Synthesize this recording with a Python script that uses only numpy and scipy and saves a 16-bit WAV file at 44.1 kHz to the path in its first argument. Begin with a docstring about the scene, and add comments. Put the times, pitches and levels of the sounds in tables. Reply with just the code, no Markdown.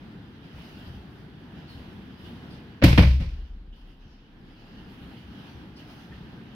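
"""Fall on padded mats

A thrown body lands on mats in a low training hall: arm, back, hips, legs and heels, one after the other.
Force bumps ring floor resonances; slaps are noise bursts with reverberant echoes. Cloth and feet rub as
patchy noise; short squeaks, ticks and a noisy swish are wavering tones; ventilation is low noise.
Loud sound turns the gain down."""
import sys
import numpy as np
from scipy import signal
from scipy.fft import rfft, irfft, next_fast_len
from scipy.io import wavfile
from scipy.ndimage import uniform_filter1d, minimum_filter1d, map_coordinates

SR = 44100
rng = np.random.default_rng(int(sys.argv[2]) if len(sys.argv) > 2 else 0)


def file_out(sig):
    """Save sig as 16-bit WAV at sys.argv[1]."""
    # one column per channel
    cols = np.atleast_2d(sig).T
    # limit, then scale
    lim = np.clip(cols, -1, 1)
    pcm = np.round(lim * 32767).astype(np.int16)
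    wavfile.write(sys.argv[1], SR, pcm)


N = 288855
T = np.arange(N) / SR

# Contacts of the fall. Each row: start in seconds, relative slap level in dB, slap length in seconds,
# slap treble edge in Hz, echo over slap in dB, relative push level in dB, push length in seconds.
CONTACTS = [(2.8179, -31, 0.0072, 3500, 2, -44, 0.0028), (2.8228, -20, 0.019, 3960, 2.5, -17.5, 0.0011),
            (2.8372, -10, 0.0032, 13800, 4, -5.5, 0.0027), (2.84, -9.5, 0.0063, 14000, 3, -1, 0.0027),
            (2.847, -15.5, 0.0031, 7100, 5.5, -5, 0.0027), (2.862, -32, 0.0052, 6000, 0.5, -16.5, 0.0033),
            (2.878, -17, 0.0045, 6000, 4, -8.5, 0.0049), (2.9294, -10, 0.0021, 3500, -6, -25, 0.0028),
            (2.977, -5.5, 0.0083, 4400, 0, -43, .003), (2.9805, -12.5, 0.0018, 14800, 4, 0, 0.0035),
            (2.991, -5, 0.0027, 3500, -10.5, -4, 0.0024), (3.005, -29.5, .006, 5000, -7.5, -13.5, 0.0043),
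            (3.02, -18.5, 0.021, 5000, -5.5, -16.5, 0.0065), (3.07, -30, .008, 5000, -9, -28.5, 0.0095),
            (3.2, -37, 0.023, 9350, 2.5, -16, 0.0047), (3.219, -42, 0.025, 6050, 7.5, -19.5, 0.0054)]


def amp(db):
    """Gain of a level in dB."""
    return 10 ** (np.asarray(db) / 20)


def unit(x):
    """Scaled to rms 1."""
    return x / np.sqrt(np.mean(x ** 2) + 1e-20)


def along(points, hz):
    """(Hz, value) points interpolated on a log frequency axis."""
    point_hz, value = np.transpose(points)
    return np.interp(np.log(hz + 1), np.log(point_hz + 1), value)


def wobble(rate_hz, size=N):
    """A smooth random curve through rate_hz normal knots a second."""
    knots = rng.standard_normal(int(size * rate_hz / SR) + 4)
    return map_coordinates(knots, [T[:size] * rate_hz])


def filtered(x, response):
    """x times a response of frequency, zero-padded."""
    m = next_fast_len(x.shape[-1] + 8192)
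    spectrum = rfft(x, m) * response(np.fft.rfftfreq(m, 1 / SR))
    return irfft(spectrum, m)[..., :x.shape[-1]]


def diffuse(pair, colour):
    """Two unrelated signals coloured and mixed so that bass is shared and treble differs."""
    # Left-right likeness. Each row: frequency in Hz, correlation from -1 to 1.
    likeness = [(60, 0.9), (180, 1), (550, 0.72), (1650, 0.052), (4970, -0.12), (15000, 0.23)]

    def mid_side(hz):
        turn = np.arccos(np.clip(along(likeness, hz), -1, 1)) / 2
        return amp(along(colour, hz)) * [np.cos(turn), np.sin(turn)]

    mid, side = filtered(pair, mid_side)
    return np.array([mid + side, mid - side])


def rush(colour, patchy_db):
    """Stereo noise of rms 1 with time-frequency patches of random gain."""
    z = signal.stft(rng.standard_normal((2, N)), nperseg=512)[2]
    field = uniform_filter1d(rng.standard_normal(z.shape[1:]), size=6, axis=0)
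    field = uniform_filter1d(field, size=12, axis=1)
    patchy = signal.istft(z * amp(patchy_db * unit(field)), nperseg=512)[1][:, :N]
    return unit(diffuse(patchy, colour))


def tail(colour, size=SR * 3 // 4):
    """A fresh reverberant tail, mean channel energy 1: each frequency dies at its own speed."""
    # Hall decay. Each row: frequency in Hz, t60 in seconds.
    hall_t60 = [(100, 1), (300, 0.22), (700, 0.3), (2000, 0.4), (6000, 0.56), (14000, 0.42)]
    hz, t, z = signal.stft(diffuse(rng.standard_normal((2, size)), colour), SR, nperseg=256)
    dying = z * amp(-60 * t / along(hall_t60, hz)[:, None])
    decay = signal.istft(dying, SR, nperseg=256)[1][:, :size]
    return decay / np.linalg.norm(decay) * np.sqrt(2)


def hall(x):
    """Mono x convolved with a stereo reverberant tail of nearly flat colour."""
    return signal.fftconvolve(x[None], tail([(20, 0.01), (20000, 0.0019)]), axes=1)[:, :N]


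def pushes(rows):
    """The force on the floor: one smooth bump for each contact, its area set by the level."""
    force = np.zeros(N)
    for start_s, db, length_s in rows:
        bump = np.sin(np.pi * np.clip((T - start_s) / length_s, 0, 1)) ** 2
        force += amp(db) / (length_s * SR) * bump
    return force


def ringing(force, sustain):
    """Damped sine resonances answering a force, their decay times scaled by sustain."""
    # Floor and hall resonances. Each row: frequency in Hz, relative level in dB,
    # t60 in seconds at sustain 1, signed size of the first swing.
    resonances = [(30.6, -24, 4.3, 0.39), (36.96, -22.5, 2.5, -0.9), (41.1, -41, 1.2, 1),
                  (46.84, -24, 1.9, -0.95), (56.85, -14.5, 1.08, 1), (64.8, -2.5, 1.13, -0.82),
                  (69.1, -12.5, 0.71, 1), (76.25, -16.5, 0.82, -0.89), (93.2, -3.5, 0.29, 0.73),
                  (124.4, -9.5, 0.59, 0.7), (137.2, -9.5, 0.49, 1), (173.1, -3.5, 0.35, -0.81),
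                  (216.2, -12, 0.24, 0.66), (261.6, -1.5, 0.075, 1), (304, -6, 0.056, 0.98),
                  (472, -10.5, 0.1, -1.1), (573, -0.5, 0.077, 1), (650, -16, .07, -1.3),
                  (950, -9, 0.056, 1)]
    t = T[:2 * SR]
    ring = np.zeros(len(t))
    for hz, db, t60_s, swing in resonances:
        ring += swing * amp(db - 60 * t / (t60_s * sustain)) * np.sin(2 * np.pi * hz * t)
    return signal.fftconvolve(force, ring)[:N]


def ventilation():
    """Ventilation air: a steady low noise rush that swells a little."""
    # Each row: frequency in Hz, relative level in dB per Hz.
    air_colour = [(12, -58), (20, -22.5), (53, -5), (198, -0.5), (301, -5), (607, -23), (825, -19),
                  (1120, -24.5), (1660, -21), (2260, -29), (3250, -27), (4940, -38.5), (7310, -58),
                  (12800, -52.5), (16000, -54)]
    swell_db = 0.5 * wobble(3) + 1.17 * wobble(10)
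    return amp(-45 + swell_db) * rush(air_colour, patchy_db=0.7)


def rubbing():
    """Friction noise: heavy cotton rustles; soles dragging over the vinyl add a fine fizz on top."""
    # Slides of cloth and feet. Each row: start in seconds, hold after the rise in seconds,
    # rustle level in dB, fizz relative to the rustle in dB.
    slides = [(.4, 0.058, -58.5, -22), (0.495, 0.29, -53.5, -16.5), (1.08, 0.042, -75, -3),
              (1.53, 0.06, -58, -26), (1.66, .05, -57, -15), (1.862, .04, -61, -15),
              (2.158, .03, -57.5, -16.5), (2.216, 0.018, -55, -16), (2.33, .06, -59, -21.5),
              (2.46, 0.046, -57, -22.5), (2.775, 0.51, -53, -22), (3.701, 0.12, -53, -18),
              (3.96, .15, -53, -27), (4.394, 0.29, -57, -21.5), (4.804, 0.23, -57.5, -16),
              (5.104, 0.18, -56.5, -20.5), (5.352, 0.086, -54.5, -19), (5.75, 0.027, -56.5, -17.5),
              (5.837, 0.11, -53.5, -17.5), (6.073, 0.084, -58, -24), (6.4, 0.22, -59.5, -29)]
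    # Colours. Each row: frequency in Hz, relative level in dB per Hz.
    rustle_colour = [(200, -45), (400, -2.5), (800, 0), (1150, -4), (1550, -1), (2250, -8), (3000, 1.5),
                     (3700, -8), (4900, -9.5), (7000, -27.5), (9000, -65)]
    fizz_colour = [(5000, -58), (7500, -9), (10500, 0), (13000, 0), (16000, 0)]
    rest_db, rest_fizz_db = -63, -24  # the cloth never lies quite still; fizz is relative
    fade_s = 0.88  # time to fall 60 dB

    rustle_power = amp(2 * rest_db)
    fizz_power = amp(2 * (rest_db + rest_fizz_db))
    for start_s, hold_s, db, fizz_db in slides:
        rise_s = 0.042 + 0.24 * hold_s  # longer slides start more slowly
        rise = np.sin(np.pi / 2 * np.clip((T - start_s) / rise_s, 0, 1)) ** 2
        fading_s = np.maximum(T - start_s - rise_s - hold_s, 0)
        power = (rise * amp(db - 60 * fading_s / fade_s)) ** 2
        rustle_power = rustle_power + power
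        fizz_power = fizz_power + amp(2 * fizz_db) * power
    fizz = np.sqrt(fizz_power) * rush(fizz_colour, patchy_db=1.0)
    rustle = np.sqrt(rustle_power) * rush(rustle_colour, patchy_db=2)
    uneven_db = 1 * wobble(25)
    return amp(uneven_db) * (rustle + fizz)


def mat_chirps():
    """Short squeaks, ticks and a noisy swish of feet or cloth on the mat: wavering tones with an
    octave, plus reverberation."""
    # Each row: start in seconds, length in seconds, start pitch in Hz, end pitch in Hz,
    # wavering as a share of pitch, level before flutter in dB, octave relative to it in dB.
    chirps = [(0.447, 0.034, 4800, 4600, .1, -66, -25), (1.678, .08, 4430, 3910, .05, -54, -28),
              (2.502, 0.056, 4700, 4600, 0.08, -58, -16), (3.725, 0.029, 3050, 3000, 0.1, -48, -26),
              (4.102, 0.081, 5200, 5170, 0.055, -59, -28), (5.757, .05, 4820, 4600, .13, -56.5, -20),
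              (6.121, 0.02, 1880, 1830, 0.11, -45, -25)]
    out = np.zeros(N)
    waver = wobble(1600)
    flutter = amp(2 * wobble(150))
    for start_s, length_s, start_hz, end_hz, share, db, octave_db in chirps:
        u = np.clip((T - start_s) / length_s, 0, 1)
        pitch_hz = (start_hz + (end_hz - start_hz) * u) * (1 + share * waver)
        phase = 2 * np.pi * np.cumsum(pitch_hz) / SR
        shape = np.abs(np.sin(np.pi * u ** 0.55))  # exponent under 1: peaks early
        tone = np.sin(phase) + amp(octave_db) * np.sin(2 * phase)
        out += amp(db) * shape * flutter * tone
    return out + amp(-2) * hall(out)


def floor():
    """Every push rings the same resonances, so a later one can add to the boom or stop it."""
    # Soft footfalls. Each row: start in seconds, relative push level in dB.
    footfalls = [(0.54, -40.5), (0.874, -40.5), (0.897, -40.5), (0.945, -43), (1.75, -41.5), (2.23, -46.5),
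                 (4.052, -40), (5.01, -43.5), (5.24, -46), (5.55, -46), (5.69, -49), (6.1, -44)]
    step_s = 0.0062  # push length
    fall = pushes([(start_s, db, length_s) for start_s, *_, db, length_s in CONTACTS])
    steps = pushes([(start_s, db, step_s) for start_s, db in footfalls])
    boom = amp(10.5) * ringing(fall, sustain=0.99)
    # between the strong resonances many weak ones blur into a low wash
    wash = amp(19) * hall(filtered(fall, lambda hz: hz / (hz + 80)))
    # a light step only dents the foam, which damps it quickly
    thuds = amp(16.5) * ringing(steps, sustain=0.31)
    return boom + wash + thuds


def slaps():
    """Air squeezed out between cloth and vinyl: crackling bursts, each with its own edge and echo."""
    # Each row: frequency in Hz, relative level in dB per Hz.
    slap_colour = [(180, -13), (300, -5.5), (392, -16), (574, -7.5), (624, -15.5), (856, -19), (930, -16.5),
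                   (1170, -21.5), (2360, -16.5), (5160, -25), (7200, -43), (15200, -32.5), (16000, -48.5)]
    out = np.zeros((2, N + SR))
    for start_s, db, length_s, edge_hz, echo_db, _, _ in CONTACTS:
        colour = [(hz, level - 10 * np.log10(1 + (hz / edge_hz) ** 6)) for hz, level in slap_colour]
        grain_gain = amp(2 * rng.standard_normal(64)).repeat(32)
        crackle = unit(diffuse(rng.standard_normal((2, 2048)) * grain_gain, colour))
        echo = tail(colour)
        u, t = T[:crackle.shape[1]], T[:echo.shape[1]]
        rise = np.sin(np.pi / 2 * np.minimum(u / 0.00029, 1)) ** 2
        shape = rise * amp(db - 20 * np.maximum(u - length_s, 0) / 0.0029)  # falls 20 dB in 2.9 ms
        from_start = out[:, round(start_s * SR):]
        from_start[:, :len(u)] += shape * crackle
        # the walls need a few milliseconds to answer, and they answer in separate bundles
        walls = (1 - np.exp(-t / 0.0012)) * amp(1.77 * wobble(140, size=len(t)))
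        from_start[:, :len(t)] += amp(echo_db) * np.linalg.norm(shape) * walls * echo
    return out[:, :N]


def scene():
    """All that sounds in the hall."""
    return ventilation() + rubbing() + mat_chirps() + floor() + slaps()


def gain_control(x, threshold_db=-30, depth_db=9, hold_s=0.84, release_s=0.28, attack_s=0.058):
    """Loud sound turns the gain down; it waits, then the cut fades away."""
    power = np.abs(uniform_filter1d(np.mean(x ** 2, axis=0), size=2048))
    level_db = 10 * np.log10(power + 1e-12)
    cut = np.clip((level_db - threshold_db) / 6, 1e-6, 1)  # full cut 6 dB over threshold
    wait, soft = int(hold_s * SR) | 1, int(attack_s * SR) | 1
    # the origins make both windows look back only
    held = -minimum_filter1d(-cut, wait, origin=wait // 2)
    fading = np.exp(np.maximum.accumulate(np.log(held) + T / release_s) - T / release_s)
    return x * amp(-depth_db * uniform_filter1d(fading, soft, origin=soft // 2))


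def record(dry):
    """Two unlike microphone ports, the left a little ahead, then gain control, soft ceiling, band limit."""
    # Port imbalance. Each row: frequency in Hz, left over right in dB.
    imbalance = [(60, 1), (110, 1.5), (200, 1), (380, -0.5), (700, -0.5), (1290, 2), (2380, -6),
                 (4400, 1.5), (8120, 13), (15000, 4.5)]
    lead_s, ceiling, top_hz = 3.5 / SR, 0.95, 15800

    def ports(hz):
        gain = amp(np.outer([0.5, -0.5], along(imbalance, hz)))
        return gain * np.exp(1j * np.pi * lead_s * np.outer([1, -1], hz))

    x = gain_control(filtered(dry, ports))
    x = x / (1 + np.abs(x / ceiling) ** 12) ** (1 / 12)
    return filtered(x, lambda hz: hz < top_hz)


dry = scene()
out = record(dry)
file_out(out)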